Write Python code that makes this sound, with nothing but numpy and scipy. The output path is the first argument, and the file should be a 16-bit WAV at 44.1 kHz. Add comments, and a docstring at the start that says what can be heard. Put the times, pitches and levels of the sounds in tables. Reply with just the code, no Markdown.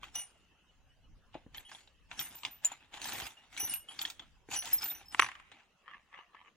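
"""Small steel nuts and washers tick and scrape as fingers sort through them in a pouch, close by.
Parts held in the heap are damped and only clack; those that come free ring briefly in their own modes.
The hand bumps the ground now and then. One load knocks down hard and settles in ever weaker impacts,
and the hand then rubs over the pouch in dull slips of friction.
Behind lies a quiet roadside: light wind, faint insects and three pips of a far cricket."""
import sys
import numpy as np
from scipy import signal
from scipy.fft import rfft, irfft, next_fast_len
from scipy.io import wavfile
from scipy.ndimage import uniform_filter1d, map_coordinates

SR = 44100
rng = np.random.default_rng(int(sys.argv[2]) if len(sys.argv) > 2 else 0)


def master(y):
    """Save y as 16-bit WAV."""
    cut = np.clip(np.atleast_2d(y).T, -1, 1)
    pcm = np.round(cut * 32767)  # scale
    wavfile.write(sys.argv[1], SR, pcm.astype(np.int16))


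N = 289277


def amp(db):
    """Amplitude ratio of a level in decibels."""
    return 10 ** (np.asarray(db) / 20)


def unit(x):
    """Normalisation to rms 1."""
    return x / np.sqrt(np.mean(x ** 2) + 1e-20)


def along(points, hz):
    """Interpolation of (f/Hz, value) points on a logarithmic frequency axis."""
    f, values = np.transpose(points)
    return np.interp(np.log(hz + 1), np.log(f + 1), values)


def wobble(rate):
    """Slow random modulation: a spline through `rate` random values a second."""
    knots = rng.standard_normal(int(N * rate / SR) + 4)
    return map_coordinates(knots, [np.arange(N) * rate / SR])


def filtered(x, response):
    """Linear filtering: the spectrum is multiplied by a frequency response."""
    size = next_fast_len(N + SR // 4)
    return irfft(rfft(x, size) * response(np.fft.rfftfreq(size, 1 / SR)), size)[..., :N]


def add(track, s, sound):
    """Superposition of a sound on the track from time s."""
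    start = round(s * SR)
    track[:, start:start + sound.shape[1]] += sound[:, :N - start]


# Likeness of left and right: f/Hz, coherence
COHERENCE = [(30, 0.25), (110, 0.5), (280, 0.76), (1500, 0.78), (3000, 0.35), (5000, 0.17), (12000, 0.18)]

def spread(pair, hz):
    """Partial coherence: two independent spectra mix as mid and side into left and right."""
    angle = np.arccos(np.clip(along(COHERENCE, hz), -1, 1)) / 2
    mid, side = pair[0] * np.cos(angle), pair[1] * np.sin(angle)
    return np.array([mid + side, mid - side])


# Phase lead of the left microphone port over the right: f/Hz, phase/rad
PORT_LEAD = [(300, 0), (1300, -.35), (2900, 1.15), (4100, 1.5), (5500, .8), (7100, 1.4), (7700, 2.7),
             (9050, 1.4), (10300, 1.9), (12700, 2.7), (14000, 1.8), (15300, 2.1)]

def aside(x, offset, width):
    """Phase difference: a source off to one side reaches the two ports out of step."""
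    centre = x.mean(axis=0)
    image = centre + width * (x - centre)
    return filtered(image, lambda hz: np.exp(.5j * offset * along(PORT_LEAD, hz) * np.array([[1], [-1]])))


def coloured(pair, spectrum, patchy_db=0):
    """Spectral shaping: two independent signals become stereo of rms 1, with passing resonances."""
    hz, _, z = signal.stft(pair, SR, nperseg=1024)
    patches = uniform_filter1d(rng.standard_normal(z.shape[1:]), size=7, axis=0)
    patches = unit(uniform_filter1d(patches, size=4, axis=1))
    z = spread(z.transpose(0, 2, 1), hz) * amp(along(spectrum, hz) + patchy_db * patches.T)
    return unit(signal.istft(z.transpose(0, 2, 1), nperseg=1024)[1][:, :N])


def stick_slip(rate, scatter_db, hiss):
    """Stick-slip friction: random impulses of uneven size over the noise of smooth sliding."""
    slips = (rng.random(N) < rate / SR) * amp(scatter_db * np.clip(rng.standard_normal(N), -2, 2))
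    return unit(slips * rng.choice([-1, 1], (2, N))) + hiss * rng.standard_normal((2, N))


def strokes(rows, attack_s, sag_db_per_s, release_t60, linger_db, linger_t60):
    """Exponential envelopes: strokes swell, sag, die away and add in power; one gain per level column."""
    grid = np.arange(0, N / SR, .001)
    start, length, *levels = np.transpose(rows)[:, :, None]
    t = grid - start
    after = np.maximum(t - length, 0)
    push = amp(60 * np.minimum(t, 0) / attack_s - sag_db_per_s * np.clip(t, 0, length))
    shape = push * (amp(-60 * after / release_t60) + amp(linger_db - 60 * after / linger_t60))
    return [np.interp(np.arange(N) / SR, grid, np.linalg.norm(amp(db) * shape, axis=0)) for db in levels]


def impact(spectrum, tilt_db, rattle, t60, hollow_hz=1000, hollow_db=0, ripple_db=4.0,
           settle_db=-17, settle_t60=0.19, size=4096):
    """Source and filter: an impulse and a decaying rattle excite a body that varies each time; peak 1."""
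    hz, t = np.fft.rfftfreq(size, 1 / SR), np.arange(size) / SR
    force = rng.standard_normal((2, size)) * (amp(-60 * t / t60) + amp(settle_db - 60 * t / settle_t60))
    force *= rattle / np.linalg.norm(force[0])
    force[0, 0] += 1
    octaves = np.log2(np.maximum(hz, 500) / hollow_hz)
    hollow = np.exp(-(octaves / 0.15) ** 2)
    ripple = unit(uniform_filter1d(rng.standard_normal(len(hz)), size=40))
    body_db = along(spectrum, hz) + tilt_db * octaves + hollow_db * hollow + ripple_db * ripple
    cepstrum = irfft(np.log(amp(body_db)))
    body = np.exp(rfft(2 * cepstrum[:size // 2], size))  # minimum phase, hence causal
    fade = np.cos(.5 * np.pi * t / t[-1])
    sound = irfft(spread(rfft(force), hz) * body) * fade
    return sound / np.abs(sound).max()


# Low rumble of light wind and of the handling: t/s, level/dB
LOW_RUMBLE = [(0.0, -70), (0.6, -73.5), (1.11, -64.5), (2.7, -75), (2.92, -75), (3.1, -67), (3.27, -80),
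              (3.53, -70.5), (3.63, -69.5), (4.05, -74), (4.64, -66), (5.11, -67), (5.54, -79), (6.56, -83)]
# Spectra of still air, rumble and insects: f/Hz, level/dB
AIR_SPECTRUM = [(88, -29), (150, -0.5), (296, -8.5), (388, -5.5), (583, -6.5), (751, -8.5), (1630, -9.5),
                (2650, -15.5), (5230, -21), (6350, -18.5), (7710, -26.5), (12000, -32), (13000, -37),
                (15500, -36)]
RUMBLE_SPECTRUM = [(12, -32.5), (20, 14), (42, 13.5), (134, -1.5), (259, -8), (300, -9), (390, -35.5),
                   (660, -120)]
INSECT_SPECTRUM = [(2000, -67), (2600, -6), (2900, -8.5), (3200, -11), (3800, -51)]

def roadside(air_db=-74, insects_db=-79):
    """Shaped noise: still air, a low rumble of light wind and handling, and far, wavering insects."""
    swell = amp(np.interp(np.arange(N) / SR, *np.transpose(LOW_RUMBLE)))
    air = amp(air_db) * coloured(rng.standard_normal((2, N)), AIR_SPECTRUM, patchy_db=4.5)
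    rumble = swell * amp(3 * wobble(9)) * coloured(rng.standard_normal((2, N)), RUMBLE_SPECTRUM)
    chorus = amp(1.5 * wobble(5)) * coloured(rng.standard_normal((2, N)), INSECT_SPECTRUM, patchy_db=3)
    return air + rumble + amp(insects_db) * chorus


# Damped contacts in the heap: t/s, level/dB, tilt/(dB per octave), hollow resonance f/Hz
HEAP_CONTACTS = [(.032, -34.5, -7.5, 3100), (.04, -35, -5.5, 3190), (0.153, -37.5, 3.5, 2900),
                 (1.343, -41, -7.5, 820), (1.546, -36, -1.5, 3320), (1.554, -44, -3.5, 3230),
                 (1.716, -36.5, -6, 1740), (1.749, -37.5, -5.5, 3300), (1.875, -47, -2, 3800),
                 (2.114, -31.5, -4.5, 2376), (2.193, -21, 2, 3160), (2.434, -29, -4, 935),
                 (2.4504, -18.5, -1, 2350), (2.462, -35, 0.5, 2600), (2.647, -30, -5.5, 2544),
                 (2.718, -32, -8.5, 2394), (2.94, -35.5, -6, 2610), (3.017, -27, 5, 809),
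                 (3.043, -29, 2.5, 2230), (3.055, -29, -6, 1907), (3.201, -24.5, 3, 804),
                 (3.219, -29.5, -3.5, 820), (3.267, -35.5, 4.5, 2246), (3.566, -32.5, -0.5, 2850),
                 (3.576, -28, 0, 2330), (3.738, -29.5, 0, 2670), (3.991, -24.5, -2, 4500),
                 (4.015, -25, 4.5, 3440), (4.055, -29, 1, 3276), (4.075, -36.5, 1.5, 3290),
                 (4.101, -26.5, 6, 2590), (4.195, -34, -2, 3480), (4.515, -31, -1.5, 2490),
                 (4.544, -29.5, -2, 2985), (4.624, -31, -2, 1161), (4.656, -27, 6.5, 2540),
                 (4.83, -29.5, 1, 2460), (5.517, -41, -4.5, 2545)]
# Spectrum of a damped contact: f/Hz, level/dB
TICK_SPECTRUM = [(60, -28), (450, -18.5), (850, -0.5), (1400, -1.5), (2400, 4), (3400, 6.5), (5000, -1.5),
                 (7800, -3.5), (11000, -39), (15500, -12.5)]

def ticks(scrape, small_db=7, scatter_db=3, small_tilt_db=-3, low_hz=800, high_hz=3500, count=45):
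    """Damped impact: pinched parts clack on a hollow note; small random clacks follow the scraping."""
    out, small = np.zeros((2, N)), []
    activity = np.cumsum(np.sqrt(scrape))
    for moment, size, note in rng.random((count, 3)):
        i = np.searchsorted(activity, moment * activity[-1])
        db = 20 * np.log10(scrape[i]) + small_db + scatter_db * (2 * size - 1)
        small.append((i / SR, db, small_tilt_db, low_hz + note * (high_hz - low_hz)))
    for s, db, tilt_db, hz in HEAP_CONTACTS + small:
        clack = impact(TICK_SPECTRUM, tilt_db, rattle=1.89, t60=0.033, hollow_hz=hz, hollow_db=8.5)
        add(out, s, amp(db) * clack)
    return out


# Finger strokes through the heap: t/s, duration/s, scrape level/dB, grit level/dB
FINGER_STROKES = [(.035, .02, -52, -64), (.155, 0.048, -50, -54.5), (1.345, .01, -57, -85),
                  (1.55, .05, -55, -65), (1.7, 0.1, -57, -63), (2.115, 0.078, -55.5, -67),
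                  (2.195, 0.018, -44, -49.5), (2.26, .13, -55.5, -60.5), (2.445, .02, -48, -59),
                  (2.648, .015, -48, -55), (2.69, .04, -52.5, -82), (2.8, .05, -62.5, -90),
                  (2.94, .06, -48.5, -60), (3.035, .1, -43.5, -46), (3.15, .12, -44, -50),
                  (3.38, 0.091, -63, -99), (3.53, .05, -54.5, -59.5), (3.6, .13, -47.5, -51.5),
                  (3.89, .08, -54.5, -63), (3.995, 0.1, -51, -52.5), (4.197, .03, -57, -77),
                  (4.517, .04, -42.5, -44), (4.65, .1, -45.5, -46), (4.82, 0.031, -43.5, -46.5),
                  (4.89, 0.12, -54.5, -72), (5.125, .025, -52.5, -54), (5.195, .04, -41.5, -54.5),
                  (5.52, 0.074, -58, -83.5)]

def fingers():
    """Amplitude modulation: the strokes set one envelope for the scrape and one for the grit."""
    return strokes(FINGER_STROKES, attack_s=.075, sag_db_per_s=26, release_t60=.2,
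                   linger_db=-15.5, linger_t60=1.0)


# Spectra of steel sliding on steel: f/Hz, level/dB
SCRAPE_SPECTRUM = [(35, -41.5), (60, -13), (108, 0.5), (183, -11), (267, -1.5), (489, -14.5), (701, -4),
                   (815, 1.5), (1020, -6), (2530, -1), (3630, -4.5), (4060, -10), (5500, -34.5),
                   (7150, -24), (12100, -120)]
GRIT_SPECTRUM = [(2500, -23.5), (4500, 6.5), (7800, 9.5), (9000, 0), (10700, 3), (11800, -29), (13500, 1.5),
                 (15500, -41.5)]

def stirring(scrape, grit, scrape_db=-3):
    """Stick-slip friction of steel: the same slips drive a coarse scrape and the bright grit on top."""
    slips = stick_slip(rate=1400, scatter_db=3.8, hiss=.7) * amp(1.5 * wobble(90))
    coarse = amp(scrape_db) * scrape * coloured(slips, SCRAPE_SPECTRUM, patchy_db=3.0)
    bright = grit * coloured(slips, GRIT_SPECTRUM, patchy_db=6.0)
    return coarse + bright


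# Natural modes of each steel part, by name: f/Hz, level/dB, t60/s
PART_MODES = { "big washer": [(2884, -5, 0.042), (5350, -26.5, 0.077), (5942, 1, 0.18), (9930, -9.5, 0.33),
              (10235, -1.5, 0.16), (14900, -13, .16)], "wide washer": [(3000, -2, .2), (3280, -1.5, 0.35),
              (9900, -11.5, 0.3)], "flat washer": [(5510, -13, 0.067), (10275, 1.5, 0.14),
              (15400, -18.5, 0.13)], "thin washer": [(2875, -6, .3), (9040, 0, .45)],
              "lock washer": [(5175, 1.5, 0.052), (13400, -6.5, .15)], "loose washer": [(2840, -7, 0.22)],
              "spacer": [(3680, 2.5, 0.032), (9300, -21, .15)], "nut": [(12670, 11, 0.12),
              (13620, -13.5, .15), (15100, -18.5, 0.094)], "cap nut": [(12620, -2, 0.26),
              (13631, -20, 0.13), (15300, -24, 0.097)], "pinched washer": [(1790, -7.5, 0.023),
              (3290, 4, 0.01), (4170, -9, 0.017)], "thick nut": [(12600, -13.5, 0.084), (13400, -6.5, .17),
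              (12780, 3, 0.12), (15000, -16.5, .18)], "small nut": [(13500, -6, .22), (13935, 3, .24),
              (14901, -13, .27)], "tiny nut": [(13550, -3, 0.16), (14400, -3, .22), (15000, -2.5, 0.21)],
              "bolt": [(2893, -18.5, 0.026), (4000, -17, 0.014), (7150, 3.5, 0.063), (10476, -23.5, 0.11),
              (13900, -23.5, .09)], }

def jingle(grit, level_db=-3, scatter_db=3, t60_ratio=0.13, count=110):
    """Contact damping: parts jostled at random, as hard as the fingers stir, are soon stilled by the heap."""
    out, t = np.zeros((1, N)), np.arange(SR // 6) / SR
    for modes in PART_MODES.values():
        ring = sum(amp(db - 60 * t / (t60_ratio * t60)) * np.sin(2 * np.pi * hz * t)
                   for hz, db, t60 in modes)
        ring = ring[None] / np.abs(ring).max()
        onsets = rng.integers(N, size=count)
        levels = level_db + scatter_db * np.clip(rng.standard_normal(count), -2, 2)
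        for i, db in zip(onsets, levels):
            add(out, i / SR, amp(db) * grit[i] * ring)
    return out


def ringing(contacts, hz, t60, rise_s):
    """Damped resonator: one mode builds up and decays after each contact; complex, peak 1."""
    turn = np.exp(2j * np.pi * hz / SR)
    poles = [turn * amp(-60 / t60 / SR), turn * np.exp(-1 / rise_s / SR)]
    ring = signal.lfilter([1], np.poly(poles), contacts)
    return ring / np.abs(ring).max()


# Strikes on freed parts: t/s, part, level/dB, chatter duration/s
FREE_STRIKES = [ (0.153, "big washer", -33.5, .05), (0.192, "thin washer", -42.5, .01),
                (.357, "loose washer", -62, 0.082), (1.569, "nut", -53, .004),
                (1.581, "pinched washer", -39, .0006), (1.649, "wide washer", -52.5, 0.045),
                (1.654, "thin washer", -61, .01), (1.736, "flat washer", -60, 0.014),
                (2.194, "nut", -45, .004), (2.195, "small nut", -41, .003),
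                (2.221, "thin washer", -46, 0.0025), (2.225, "flat washer", -46, 0.025),
                (2.25, "nut", -51, .04), (2.324, "flat washer", -60, .08),
                (2.353, "small nut", -46.5, 0.022), (2.51, "small nut", -51.5, 0.02),
                (2.652, "bolt", -22, 0.0038), (2.717, "bolt", -42.5, .003), (3.055, "tiny nut", -42, .02),
                (3.129, "tiny nut", -39, 0.035), (3.192, "thick nut", -44, .08),
                (3.242, "lock washer", -50, 0.022), (3.37, "loose washer", -47, 0.014),
                (3.573, "big washer", -44.5, .003), (3.596, "tiny nut", -35.5, .015),
                (3.598, "flat washer", -33.5, 0.0081), (3.603, "big washer", -34.5, 0.028),
                (3.646, "nut", -40.5, .005), (3.686, "thin washer", -38, .04),
                (3.696, "flat washer", -32.5, 0.0057), (3.737, "cap nut", -24, .012),
                (3.803, "thin washer", -52.5, .03), (3.885, "wide washer", -42, 0.012),
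                (4.015, "nut", -41.5, .015), (4.051, "pinched washer", -30, .001),
                (4.558, "big washer", -33, 0.041), (4.589, "flat washer", -30, .004),
                (4.726, "lock washer", -37, .003), (4.73, "thick nut", -20, 0.0048),
                (4.781, "lock washer", -36.5, 0.011), (4.82, "lock washer", -34.5, 0.018),
                (4.838, "small nut", -34, 0.041), (4.897, "small nut", -40, .005),
                (4.901, "spacer", -38.5, .006), (4.948, "big washer", -49.5, .025),
                (5.057, "lock washer", -57, .006), (5.083, "lock washer", -49.5, .025),
                (5.212, "big washer", -37, 0.0044), (5.903, "loose washer", -54, 0.009),
                (6.162, "loose washer", -50, 0.014), ]
# Parts that ring a little nearer the centre: names
INNER_PARTS = ("cap nut", "small nut", "thin washer")

def clinks(level_db=-1, chatter=0.18, chatter_per_s=900, free_s=0.035, grip_t60=0.29,
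           neighbour_db=-19, neighbour_t60=0.019, inner_share=0.72):
    """Modal vibration: a freed part is struck, chatters and rings until the fingers close on it."""
    out, t = np.zeros((2, N)), np.arange(SR // 3) / SR
    for s, part, db, length in FREE_STRIKES:
        touching = (rng.random(len(t)) < chatter_per_s / SR) & (t < length)
        contacts = chatter * touching * rng.standard_normal(len(t))
        contacts[0] = 1
        grip = amp(-60 * np.maximum(t - length - free_s, 0) / grip_t60)
        # the parts that it touches answer briefly at pitches of their own
        top_hz = max(PART_MODES[part])[0]
        neighbours = [(hz, neighbour_db, neighbour_t60) for hz in rng.uniform(.55, 1.2, size=4) * top_hz]
        for hz, mode_db, t60 in PART_MODES[part] + neighbours:
            # the part rocks as it rings, so each mode flutters
            rocking = 1 + .3 * np.sin(2 * np.pi * (rng.uniform(25, 110) * t + rng.random()))
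            ring = grip * rocking * ringing(contacts, hz, t60, rise_s=.0013)
            lead = along(PORT_LEAD, hz) * (inner_share if part in INNER_PARTS else 1) + rng.normal(0, .15)
            stereo = (np.exp(.5j * lead * np.array([[1], [-1]])) * ring).imag
            add(out, s, amp(db + mode_db + level_db) * stereo)
    return out


# Pips of a far cricket: t/s
CRICKET_PIPS = [0.7, 0.91, 1.05]

def cricket(db=-67, hz=2945, width_s=0.014):
    """Tone pulses: a cricket on the verge pips at one pitch under Gaussian envelopes."""
    t = np.arange(N) / SR
    pulses = sum(np.exp(-((t - s) / width_s) ** 2) for s in CRICKET_PIPS)
    return amp(db) * pulses * np.sin(2 * np.pi * hz * t)


# Bumps of the hand on the ground: t/s, level/dB
GROUND_BUMPS = [(1.353, -31.5), (1.464, -44.5), (3.223, -41), (3.63, -43), (4.488, -39)]
# Spectrum of a bump: f/Hz, level/dB
BUMP_SPECTRUM = [(29, -58), (50, -4), (200, -8), (302, -0.5), (599, -16), (830, -18.5), (1410, -28.5),
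                 (1860, -21), (3000, -47), (3900, -81), (6600, -120)]

def bumps():
    """Soft impact: the hand on the ground excites mainly low frequencies."""
    out = np.zeros((2, N))
    for s, db in GROUND_BUMPS:
        add(out, s, amp(db) * impact(BUMP_SPECTRUM, 0, rattle=0.59, t60=.05, ripple_db=6.5))
    return out


def snap(s=2.6485, hz=7135, db=-12, length_s=0.001):
    """Abrupt damping: the bolt rings hard for an instant before a finger stops it."""
    out, t = np.zeros((2, N)), np.arange(SR // 20) / SR
    pulse = np.sin(np.pi * np.minimum(t / length_s, 1))
    add(out, s, amp(db) * (pulse * np.sin(2 * np.pi * hz * t))[None])
    return out


# Knocks on the pouch: t/s, level/dB, tilt/(dB per octave)
POUCH_KNOCKS = [(5.147, -18.5, -2), (5.195, -5, -1), (5.197, -10, 2), (5.1987, -7.5, 2.5),
                (5.2228, -10, 0.5), (5.913, -42.5, -2.5), (6.136, -49, -4.5), (6.19, -38.5, -5),
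                (6.347, -42, -5.5)]
# Spectrum of a knock: f/Hz, level/dB
KNOCK_SPECTRUM = [(40, -38), (170, -27), (350, -16), (640, -20), (1080, 3), (1450, -7), (1800, -2),
                  (2800, -6), (3800, -18), (5500, -25), (7600, -25), (11000, -42), (15500, -50)]

def knocks():
    """Hard impact: a brief force excites the hollow resonances of the loaded pouch."""
    out = np.zeros((2, N))
    for s, db, tilt_db in POUCH_KNOCKS:
        knock = impact(KNOCK_SPECTRUM, tilt_db, rattle=1.0, t60=.016, ripple_db=1.5,
                       settle_db=-30, settle_t60=.09)
        add(out, s, amp(db) * knock)
    return out


def settling(s=5.23, gap_s=.015, gap_growth=1.25, first_db=-20, loss_db=3.6, tilt_db=1.2, count=7):
    """Dissipation: the dropped load settles in ever rarer, weaker rattling knocks."""
    out = np.zeros((2, N))
    for k in range(count):
        knock = impact(KNOCK_SPECTRUM, tilt_db, rattle=1.7, t60=.035, ripple_db=2,
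                       settle_db=-22, settle_t60=.1)
        add(out, s, amp(first_db - loss_db * k) * knock)
        s += gap_s * gap_growth ** k
    return out


# Drags of the hand over the pouch: t/s, duration/s, level/dB
HAND_DRAGS = [(5.89, 0.092, -51.5), (6.145, 0.063, -47.5), (6.355, 0.13, -54.5)]
# Spectrum of the rubbed pouch: f/Hz, level/dB
POUCH_SPECTRUM = [(150, -42), (250, -25), (447, -42), (524, -12.5), (623, -30), (680, -19.5), (1160, 2),
                  (1510, -20.5), (1750, -2), (2620, -11.5), (2980, -10.5), (4230, -31), (8000, -49),
                  (10400, -72), (17600, -120)]

def rubbing(level_db=-5.0, uneven_db=3):
    """Stick-slip friction: the hand drags over the pouch in dull slips under uneven pressure."""
    pressure, = strokes(HAND_DRAGS, attack_s=0.17, sag_db_per_s=30, release_t60=0.095,
                        linger_db=-14.5, linger_t60=0.728)
    slips = stick_slip(rate=350, scatter_db=4, hiss=.5)
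    gain = pressure * amp(level_db + uneven_db * wobble(80))
    return gain * coloured(slips, POUCH_SPECTRUM, patchy_db=4.0)


# Decay of the sound scattered by road and bushes: f/Hz, t60/s
SCATTER_DECAY = [(200, 0.25), (2500, 0.98), (6000, 0.35), (14000, 0.18)]

def echo(x):
    """Diffuse scattering: convolution with a noise tail that lasts longest in the middle range."""
    hz, t, z = signal.stft(rng.standard_normal((2, SR // 2)), SR, nperseg=256)
    decay = amp(-60 * t / along(SCATTER_DECAY, hz)[:, None])
    tail = signal.istft(z * decay, SR, nperseg=256)[1]
    return signal.fftconvolve(x, tail / np.linalg.norm(tail[0]), axes=1)[:, :N]


def scene(echo_db=-28):
    """Superposition of the near handling, its faint echo and the roadside."""
    scrape, grit = fingers()
    heap = ticks(scrape) + snap() + stirring(scrape, grit) + jingle(grit)
    pouch = knocks() + bumps() + settling() + rubbing()
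    near = clinks() + aside(heap, offset=0.96, width=.8) + aside(pouch, offset=0.81, width=1.0)
    return near + amp(echo_db) * echo(near) + roadside() + cricket()


def record(dry):
    """Band limiting: an ideal low-pass filter removes the highest treble."""
    return filtered(dry, lambda hz: hz < 15900)


dry = scene()
out = record(dry)
master(out)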